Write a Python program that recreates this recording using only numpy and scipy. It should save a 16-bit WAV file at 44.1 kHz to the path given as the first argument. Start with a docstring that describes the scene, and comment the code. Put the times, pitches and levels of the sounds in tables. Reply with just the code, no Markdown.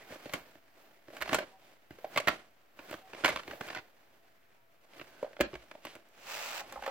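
"""Cassette turned and slid from a card sleeve

A hand turns a cardboard sleeve holding a plastic tape cassette, over a bed and close to the microphone.
Knocks are chattering noise blows through the modes of sleeve, reels, shell and edges; fingers rub and
squeak as shaped noise; landings are dull low swings. Near the end the cassette scrapes out and rattles
free. Decaying noise answers as the room; shaped noise and thin tones hum faintly behind."""
import sys
import numpy as np
from scipy import signal
from scipy.fft import rfft, irfft, next_fast_len
from scipy.io import wavfile
from scipy.ndimage import map_coordinates

SR = 44100
rng = np.random.default_rng(int(sys.argv[2]) if len(sys.argv) > 2 else 0)


def boost(x):
    """Linear amplitude factor 10**(x/20) for a level x in decibels (scalar or array-like)."""
    u = np.asarray(x, float) / 20
    return 10 ** u


def unload_wav(signal):
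    """Save mono or channel-first audio to the path in sys.argv[1] as 16-bit WAV at rate SR, clipped to [-1, 1]."""
    wavfile.write(
        sys.argv[1],
        SR,
        np.round(np.clip(np.atleast_2d(signal).T, -1, 1) * 32767).astype(np.int16),
    )


N = 304290
TIME = np.arange(N) / SR

# modes of the card sleeve: (frequency [Hz], nominal width [Hz], strength [dB])
SLEEVE_MODES = [(110, 140, -3.5), (203, 200, -9.5), (330, 72, 10.5)]
# modes of the loose reels: (frequency [Hz], nominal width [Hz], strength [dB])
REEL_MODES = [(516, 43, -7.5), (606.3, 71, 12.5), (708, 65, -3), (740, 70.6, -9)]
# modes of the plastic shell: (frequency [Hz], nominal width [Hz], strength [dB])
SHELL_MODES = [(1100, 336, 11.5), (1420, 130, 1), (1637, 284, 10), (2045, 310, 8.5), (2280, 320, 0),
               (2660, 210, -4.5), (2930, 660, -2.5), (4170, 370, -5.5)]
# stereo spread of rubbing and scraping: (frequency [Hz], left-right correlation [-1 to 1])
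RUB_ALIKE = [(60, 1), (500, 0.82), (1500, 0.52), (4000, 0.11), (15000, 1)]


def unit(x):
    """Scaled to rms 1."""
    return x / np.sqrt(np.mean(x ** 2) + 1e-20)


def along(points, hz):
    """Interpolates (Hz, value) points on a log frequency axis."""
    f, v = np.transpose(points)
    return np.interp(np.log(hz + 1), np.log(f + 1), v)


def wobble(rate):
    """A smooth random curve with rate knots a second."""
    knots = rng.standard_normal(int(N * rate / SR) + 4)
    return map_coordinates(knots, [TIME * rate])


def filtered(x, response):
    """x times a complex response of frequency."""
    m = next_fast_len(N + SR // 4)
    return irfft(rfft(x, m) * response(np.fft.rfftfreq(m, 1 / SR)), m)[..., :N]


def ring(x, hz, width_hz):
    """One resonance; a unit blow rings with a peak near 1."""
    r, w = np.exp(-np.pi * abs(width_hz) / SR), 2 * np.pi * hz / SR
    resonance = signal.lfilter([np.sin(w), 0, -np.sin(w) * r], [1, -2 * r * np.cos(w), r * r], x)
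    return resonance / (2 * np.sin(w))


def pair(alike, grain_db, grain_rate):
    """Stereo noise with a given left-right correlation, broken into grains of uneven size."""
    noise = rng.standard_normal((2, N)) * boost(grain_db * wobble(grain_rate))
    angle = lambda hz: np.arccos(np.clip(along(alike, hz), -1, 1)) / 2
    mid, side = filtered(noise, lambda hz: np.array([np.cos(angle(hz)), np.sin(angle(hz))]))
    return np.array([mid + side, mid - side])


def coloured(x, spectrum):
    """x with a smooth spectrum, rms 1."""
    return unit(filtered(x, lambda hz: boost(along(spectrum, hz))))


def knocks(contacts, low, reels):
    """Each contact is a chatter of small blows that swells, dies and excites modes of varying pitch."""
    # modes of the hard edges: (frequency [Hz], width [Hz], strength [dB])
    edge_modes = [(6360, 2300, -26), (7700, 2360, 5.5), (11600, 2400, 0), (14340, 2600, 10)]
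    detune = 0.038  # typical pitch shift by the grip at 2 kHz and up, as a share; less for lower modes
    rattle_s, rattle_growth = 0.0041, 0.2239  # base chatter length of a -36.5 dB knock; growth [dB per dB]
    lead_s = 0.0008  # the chatter starts this long before the contact time
    # (modes, contact time [s], share of chatter length, radiation [dB], left-right unlikeness)
    parts = [low + (.6, 1.5, .08),
             (reels, .0013, .28, .2, .08),
             (SHELL_MODES, .00013, .65, 1.5, .3),
             (edge_modes, .00003, .6, 5, .85)]  # hard edges meet briefly
    s, reel_db, thump_db, clack_db, tick_db = np.transpose(contacts)[:, :, None, None]
    length = rattle_s * boost(rattle_growth * (reel_db + 36.5))
    t, out = np.arange(3072) / SR, np.zeros((2, N + SR // 10))
    f = np.fft.rfftfreq(4096, 1 / SR)
    starts = np.round((s.ravel() - lead_s) * SR).astype(int)
    relative = [thump_db, 0, clack_db, tick_db]
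    for (modes, contact, share, radiation_db, apart), relative_db in zip(parts, relative):
        first_hz = modes[0][0]
        u = t / np.clip(share * length, 5e-4, .025)
        swell = (1 - np.exp(-u / 2.56)) * np.exp(-u)
        blows = rng.standard_normal((len(s), 3, len(t)))
        spots = blows[:, :1] + apart * blows[:, 1:2] * [[1], [-1]]  # blows fall on different spots
        chatter = spots * boost(7.42 * blows[:, 2:]) * swell  # blows of uneven strength

        soft = np.hanning(round(contact * SR) + 3)  # a longer contact excites fewer high frequencies
        small = signal.butter(2, 0.79 * first_hz, "high", fs=SR)  # small parts radiate little lows
        force = signal.lfilter(*small, signal.lfilter(soft, 1, chatter))

        chance = rng.standard_normal((len(s), 2, len(modes), 1))
        hz, width_hz, db = np.transpose(modes)[:, :, None]
        hz = hz * (1 + detune * np.minimum(hz / 2000, 1) * chance[:, 0])
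        strength = boost(db + np.clip(first_hz / 300, 1.6, 3.6) * chance[:, 1])
        resonances = strength * 1j * f / (hz ** 2 - f ** 2 + 1j * f * np.abs(width_hz))
        body = np.sum(resonances, axis=1, keepdims=True)
        sound = irfft(rfft(force, 4096) * body)[..., :len(t)]
        peak = np.abs(sound).max(axis=(1, 2), keepdims=True)
        sound *= boost(reel_db + relative_db + radiation_db) / peak
        for at, hit in zip(starts, sound):
            out[:, at:at + len(t)] += hit
    return out[:, :N]


def boxed_knocks():
    """The cassette and its loose reels knock inside the sleeve, which rings with them."""
    # contacts: (time [s], reel knock level before radiation [dB],
    #            then relative to it: sleeve thump [dB], shell clack [dB], edge tick [dB])
    boxed_contacts = [(0.106, -48, 1, -10, -17), (0.123, -39.5, -8, 0.5, -22), (0.157, -44.5, -6, -1, -24),
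                      (0.257, -35.5, -6, -5.5, -17), (0.295, -44, -8, 4, -22), (0.326, -46, -14, 3, 2),
                      (0.336, -33, -1, 8.5, 2), (0.554, -54, 1, 3, -20), (1.083, -47.5, 0.5, 1.5, -19),
                      (1.103, -45, -21, 0.5, -25), (1.134, -44, -19, -6, -24), (1.167, -45, -29, 8, -3),
                      (1.206, -44, -4, 10, 1), (1.213, -41.5, -11, 13.5, 1.5), (1.221, -35, -27, 11.5, 0),
                      (1.23, -46, -16, 13, -6), (1.258, -43.5, -26, 10, -5), (1.277, -36.5, -18, 1, -12),
                      (1.292, -36, -4, 9, -9), (1.321, -34.5, 2.5, 2, -19), (1.329, -20, -12, 4, -11),
                      (1.344, -22.5, -11, 7.5, -3.5), (1.356, -43, -13, 9, -8),
                      (1.385, -25.5, -11.5, -0.5, -14.5), (1.403, -32, -11, -13, -23),
                      (1.907, -44, 3, 0.5, -11), (1.986, -42.5, -33, -8, -25),
                      (2.044, -27, -22.5, -13, -32), (2.16, -27.5, -11, 4, -9),
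                      (2.174, -24, -15, 7.5, -6.5), (2.2, -30.5, -20, 1.5, -7),
                      (2.272, -24.5, -5.5, 10, -5), (2.281, -22.5, -9.5, 9.5, -5), (2.791, -45, -3, 7, -15),
                      (2.896, -46.5, -6, 7, -20), (2.91, -40.5, 0.5, 7, -1), (2.927, -32.5, -24, -1, -22),
                      (2.94, -40, -1, 9, -12), (3.133, -37.5, -9, 2.5, -24), (3.147, -43.5, -3, 7.5, -16),
                      (3.166, -50.5, -12, 8, -20), (3.237, -33, -0.5, 7.5, -31),
                      (3.2445, -21.5, -8.5, 9.5, -8), (3.257, -27, -13.5, 10.5, -2.5),
                      (3.279, -30.5, -14, 7.5, -8), (3.288, -25, -30, 0.5, -7),
                      (3.302, -32.5, -5.5, 4, -21), (3.36, -37.5, -5, 15, -6), (3.372, -38, -8, 9.5, -19),
                      (3.395, -43, -7, 9, -25), (3.434, -59, -3, 20, -4), (3.478, -39, 0.5, 2, -9),
                      (3.497, -48, -14, -4, -23.5), (3.511, -40, -7.5, 6, -19), (3.533, -36, -17, -5, -31),
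                      (3.609, -31.5, -4.5, 3.5, -11.5), (3.67, -46.5, -13, 2, 0), (3.678, -43.5, -8, 6, 1),
                      (3.686, -41.5, -12, 8.5, -5), (3.702, -38.5, -8, 7, -15), (3.729, -48, -6, 11.5, -17),
                      (3.749, -44.5, -20, 15.5, 3), (3.761, -42, -2.5, 11, -11),
                      (3.77, -40, -7.5, 9.5, -15), (4.935, -56, -18, 9.5, -13),
                      (4.996, -46, -3, 10.5, -23.5), (5.013, -43, -3.5, 9, -23),
                      (5.2275, -23.5, -20.5, -18.5, -30), (5.244, -29.5, -42, -16, -70),
                      (5.264, -41, -32, -10, -34), (5.331, -48, -14, 5.5, -29), (5.366, -44, -15, 4.5, -34),
                      (5.392, -35, -16, -6, -36), (5.4015, -22.5, -1.5, -8, -25),
                      (5.407, -19.5, -5, 3, -6.5), (5.531, -43.5, 6, 0.5, -23), (5.54, -46, 4, 9.5, -17),
                      (5.553, -40.5, -4.5, 6.5, -12), (5.713, -45, -8, 8, -14),
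                      (5.751, -39.5, -16, -10, -32), (5.851, -39, -4, 8, -4.5), (5.869, -43, -5, 6.5, -15),
                      (5.953, -44.5, -5.5, 4.5, -2.5), (5.963, -48.5, -5, 3.5, -17),
                      (6.088, -69, -4, -9, 10)]
    return knocks(boxed_contacts, (SLEEVE_MODES, .003), REEL_MODES)


def free_knocks():
    """The bare cassette rattles in the hand, with a hollow ring in place of the sleeve's."""
    # contacts: (time [s], reel knock level before radiation [dB],
    #            then relative to it: hollow knock [dB], shell clack [dB], edge tick [dB])
    free_contacts = [(6.612, -49.5, 12.5, -5, -12), (6.724, -46.5, 6, 8, 7), (6.758, -43.5, 8, -10, -22),
                     (6.774, -50, 11.5, -2, -18), (6.791, -54, 11, -2, -18), (6.823, -45.5, 10, 11, -6),
                     (6.836, -43, 3, 7, -19), (6.843, -48.5, 6.5, 7, -15), (6.862, -36, 2.5, 7, -8),
                     (6.877, -27.5, -4.5, -7, -17)]
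    # modes of the hollow cassette: (frequency [Hz], width [Hz], strength [dB])
    hollow_modes = [(834, 93, 4), (1060, 85, -9), (1280, 150, -6)]
    # modes of the reels out of the sleeve: (frequency [Hz], width [Hz], strength [dB])
    free_reel_modes = [(546, 40, -6), (714, 150, -14)]
    return knocks(free_contacts, (hollow_modes, .0006), free_reel_modes)


def pressure():
    """Drag and hiss gains: every stroke builds up and fades; their powers add to the resting hand."""
    # strokes on the card: (time of most pressure [s], time to build up by 20 dB [s],
    #                       time to fade by 20 dB [s], drag [dB], skin hiss [dB]); signs of times are ignored
    strokes = [(0.021, -6.7, 0.2, -61.5, -76), (.12, 0.2, 0.4, -53, -60), (.35, 0.2, 0.32, -54.5, -60.5),
               (.84, 0.22, 0.4, -62, -67), (1.14, 0.1, 0.4, -55.5, -62), (1.358, 0.18, 0.1348, -42.5, -64),
               (1.698, 0.3, 0.2, -62.5, -71), (1.937, 0.16, 0.5, -64, -73), (2.1, 0.25, 0.27, -65, -61),
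               (2.187, 0.1067, 0.17, -45.5, -76), (2.3, 0, 0.15, -46, -65), (2.82, 0.2, 2, -65, -68),
               (2.928, 0.11, 0.1, -48.5, -56.5), (3.284, 0.15, 0.16, -41, -63),
               (3.54, 0.14, 0.33, -53.5, -59.5), (3.74, 0.93, 0.11, -54.5, -67.5),
               (3.95, 2, 1.75, -70, -80), (4.99, 0.16, 0.5, -57.5, -66), (5.18, 0.45, -2, -63.5, -81),
               (5.55, 0.2, 0.3, -63.5, -79), (5.96, 0.5, 0.07, -57.5, -69), (6.2, 0.14, 8, -64, -76.5),
               (6.71, 0.46, 1.1, -55, -69), (6.85, 0.54, 6, -56, -80)]
    rest_drag_db, rest_hiss_db = -80, -93  # the hand at rest
    s, rise, fade, drag_db, hiss_db = np.transpose(strokes)
    coarse = TIME[::64]
    late = coarse[:, None] - s
    stroke_power = boost(-20 * np.maximum(late / np.abs(fade), -late / np.abs(rise))) ** 2
    return [np.interp(TIME, coarse, np.sqrt(stroke_power @ boost(db) ** 2 + boost(rest_db) ** 2))
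            for db, rest_db in [(drag_db, rest_drag_db), (hiss_db, rest_hiss_db)]]


def rubbing():
    """Fingers and loose cassette drag on card: uneven friction through the box's modes, plus skin hiss."""
    # skin on gloss card: (frequency [Hz], relative density [dB])
    skin_spectrum = [(3500, -31.5), (6000, -49.5), (9500, -21), (13500, 0), (16000, -3.5)]
    crackle_per_s, crackle_db = 400, -4.5  # card fibres snapping; 0 dB at 1000 a second equals unit noise
    drag_gain, hiss_gain = pressure()
    grip_db = 1.6 * wobble(25)
    drag = pair(RUB_ALIKE, grain_db=1.5, grain_rate=120)
    snaps = (rng.random(N) < crackle_per_s / SR) * rng.standard_normal(N)
    drag = drag + boost(crackle_db) * np.sqrt(SR / 1000) * snaps
    # the shifting grip damps now one shell mode, now another
    shell = unit(sum(boost(db + 3 * wobble(7)) * ring(drag, hz, 1.5 * w) for hz, w, db in SHELL_MODES))
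    # sleeve and reels ring wider than in a knock
    body_modes = SLEEVE_MODES[1:] + REEL_MODES
    body = unit(sum(boost(db) * ring(drag, hz, 3.23 * w) for hz, w, db in body_modes))
    hiss = coloured(pair(RUB_ALIKE, grain_db=3, grain_rate=400), skin_spectrum)
    card = boost(-3.5) * shell + body
    return drag_gain * boost(grip_db) * card + hiss_gain * boost(grip_db / 2) * hiss


def slide():
    """The cassette slides out with a papery scrape; faster is louder, and the emptying sleeve rings more."""
    # papery scrape: (frequency [Hz], relative density [dB])
    scrape_spectrum = [(189, -26), (389, -16), (583, -3), (1200, -5), (2040, -4.5), (2520, -2),
                       (3120, -6.5), (7610, -11), (9410, -22.5), (14100, -14), (16000, -15)]
    # air in the emptying sleeve: (frequency [Hz], width [Hz], strength [dB])
    sleeve_air = [(800, 310, 1.5), (1324, 560, 2), (2530, 300, 0)]
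    start_s, attack_s, end_s, release_s = 6.128, .19, 6.605, 0.037  # gathers speed, slides, drops free
    full_db, range_db = -41.5, 24.5  # gain at full speed; fall in gain at zero speed
    faster = (TIME - start_s) / attack_s
    slower = 1 - (TIME - end_s) / release_s
    speed = np.clip(np.minimum(faster, slower), -2, 1)  # below 0 the fade just goes on
    friction = pair(RUB_ALIKE, grain_db=2.0, grain_rate=500)
    scrape = boost(-6 * (1 - speed)) * coloured(friction, scrape_spectrum)
    empty = np.clip((TIME - start_s) / (end_s - start_s), 0, 1)
    air = unit(sum(boost(db + 2.6 * wobble(25)) * ring(friction, hz, w) for hz, w, db in sleeve_air))
    hollow = boost(-16.5 + 3.2 * empty) * air
    return boost(full_db - range_db * (1 - speed) + 0.31 * wobble(38)) * (scrape + hollow)


def squeak():
    """A fingertip squeaks or rasps on the gloss: noise in one resonance that swells and dies."""
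    # squeaks: (middle time [s], length [s], frequency [Hz], width [Hz], rms gain at the swell's top [dB])
    squeaks = [(0.031, 0.054, 1960, 84, -58.5), (3.295, 0.037, 2073, 60, -31), (5.196, 0.31, 1560, 90, -65),
               (5.883, .13, 2480, 1360, -55.5)]
    out = np.zeros(N)
    for s, length, hz, width_hz, db in squeaks:
        swell = np.cos(np.pi * np.clip((TIME - s) / length, -.5, .5))
        out += boost(db) * swell * unit(ring(rng.standard_normal(N), hz, width_hz))
    return out


def thumps():
    """Box or hand lands on the mattress, which answers with one dull, damped low swing."""
    # landings: (time [s], gain of the swing [dB])
    landings = [(0.399, -63), (1.21, -50), (1.326, -46), (1.909, -62), (2.278, -53), (2.787, -62),
                (3.244, -61), (3.329, -48.5), (3.479, -58.5), (5.402, -37.5), (5.547, -46), (6.629, -62),
                (6.769, -50.5)]
    out, t = np.zeros(N + SR), np.arange(SR // 2) / SR
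    decay = boost(-60 * t / 0.22)
    swing = decay * (1 - np.exp(-t / 0.0084)) * np.sin(2 * np.pi * 53 * t)
    for s, db in landings:
        out[round(s * SR):][:len(t)] += boost(db) * swing
    return out[:N]


def bedroom(x, count=4):
    """Noise tails decay at each frequency's own speed; the tail is swapped for another every 70 ms."""
    # decay of the room: (frequency [Hz], time to fall by 60 dB [s])
    decay_times = [(100, 0.24), (1000, 0.21), (4000, 0.23), (14000, 0.0092)]
    wide_hz = 1500  # below this the answer is ever more alike on both sides
    out, place = 0, (TIME / .07).astype(int) % count  # which tail answers, in turn
    for k in range(count):
        hz, t, z = signal.stft(rng.standard_normal((2, SR // 3)), SR, nperseg=256)
        wide = np.minimum(hz / wide_hz, 1)[:, None]
        z = np.array([z[0] + wide * z[1], z[0] - wide * z[1]]) / np.sqrt(1 + wide ** 2)
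        fall = boost(-60 * t / along(decay_times, hz)[:, None])
        tail = signal.istft(z * fall, SR, nperseg=256)[1]
        delayed = np.pad(x * (place == k), ((0, 0), (130, 0)))  # about 3 ms later
        out += signal.oaconvolve(delayed, tail / np.linalg.norm(tail[0]), axes=1)[:, :N]
    return out


def ports(x):
    """The two microphone ports differ in level and phase for a sound this close."""
    # level difference: (frequency [Hz], left minus right [dB])
    port_level = [(60, -3.5), (500, -0.5), (1500, -4.5), (5000, 0.5), (13000, -2.5)]
    # phase difference: (frequency [Hz], left ahead of right [rad])
    port_lead = [(60, -0.25), (500, -0.16), (1500, -0.46), (3000, -0.93), (6000, -1.97), (15000, -1.95)]
    half = lambda hz: boost(along(port_level, hz) / 2) * np.exp(.5j * along(port_lead, hz))
    return filtered(x, lambda hz: np.array([half(hz), 1 / half(hz)]))


def quiet():
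    """Room and microphone noise, thin wavering tones of an appliance and faint short tones from far off."""
    # room and microphone noise: (frequency [Hz], relative density [dB])
    air_spectrum = [(15, -33), (25, -21.5), (55, -16), (300, -15.5), (700, -15.5), (2000, -17.5),
                    (4000, -29.5), (9000, -38), (13500, -30), (15800, -29.5), (16300, -55.5)]
    # stereo spread of that noise: (frequency [Hz], left-right correlation [-1 to 1])
    air_alike = [(60, 0.88), (240, -0.091), (950, -0.51), (3770, 0.48), (15000, 0.67)]
    # appliance tones: (frequency [Hz], middle level [dB])
    whine = [(118, -86), (672, -78.5), (1335, -87), (13840, -99)]
    # far tones: (middle time [s], length [s], frequency [Hz], peak [dB])
    far_tones = [(1.55, .09, 765, -58), (1.545, .06, 955, -65), (2.83, .08, 1080, -62),
                 (3.055, .1, 760, -56), (4.6, .16, 945, -76)]
    noise = pair(air_alike, grain_db=.3, grain_rate=30)
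    out = boost(-70.7) * coloured(noise, air_spectrum)
    for hz, db in whine:
        cycles = hz * TIME + 0.23 * wobble(11)
        out += boost(db + 2.5 * wobble(10)) * np.sin(2 * np.pi * cycles)
    for s, length, hz, db in far_tones:
        swell = np.cos(np.pi * np.clip((TIME - s) / length, -.5, .5))
        out += boost(db) * swell * np.sin(2 * np.pi * hz * TIME)
    return out


def scene():
    """Hands and box near the microphone, the room around them; the room's level wavers at random."""
    box = boxed_knocks() + free_knocks()
    room = boost(-13.5 + 3.2 * wobble(70)) * bedroom(box)
    near = box + thumps() + room + rubbing() + slide() + squeak()
    return ports(near) + quiet()


def band_limit(x):
    """A steep low-pass at the top of the band."""
    return signal.sosfilt(signal.butter(12, 16990, fs=SR, output="sos"), x)


def record(dry):
    """The microphone's band limit, falling 35 dB over 300 Hz, and a slight constant offset."""
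    top_hz = 15900
    limited = filtered(dry, lambda hz: boost(-35 * np.clip((hz - top_hz) / 300, 0, 1)))
    mix = limited - .0005
    return band_limit(mix)


dry = scene()
out = record(dry)
unload_wav(out)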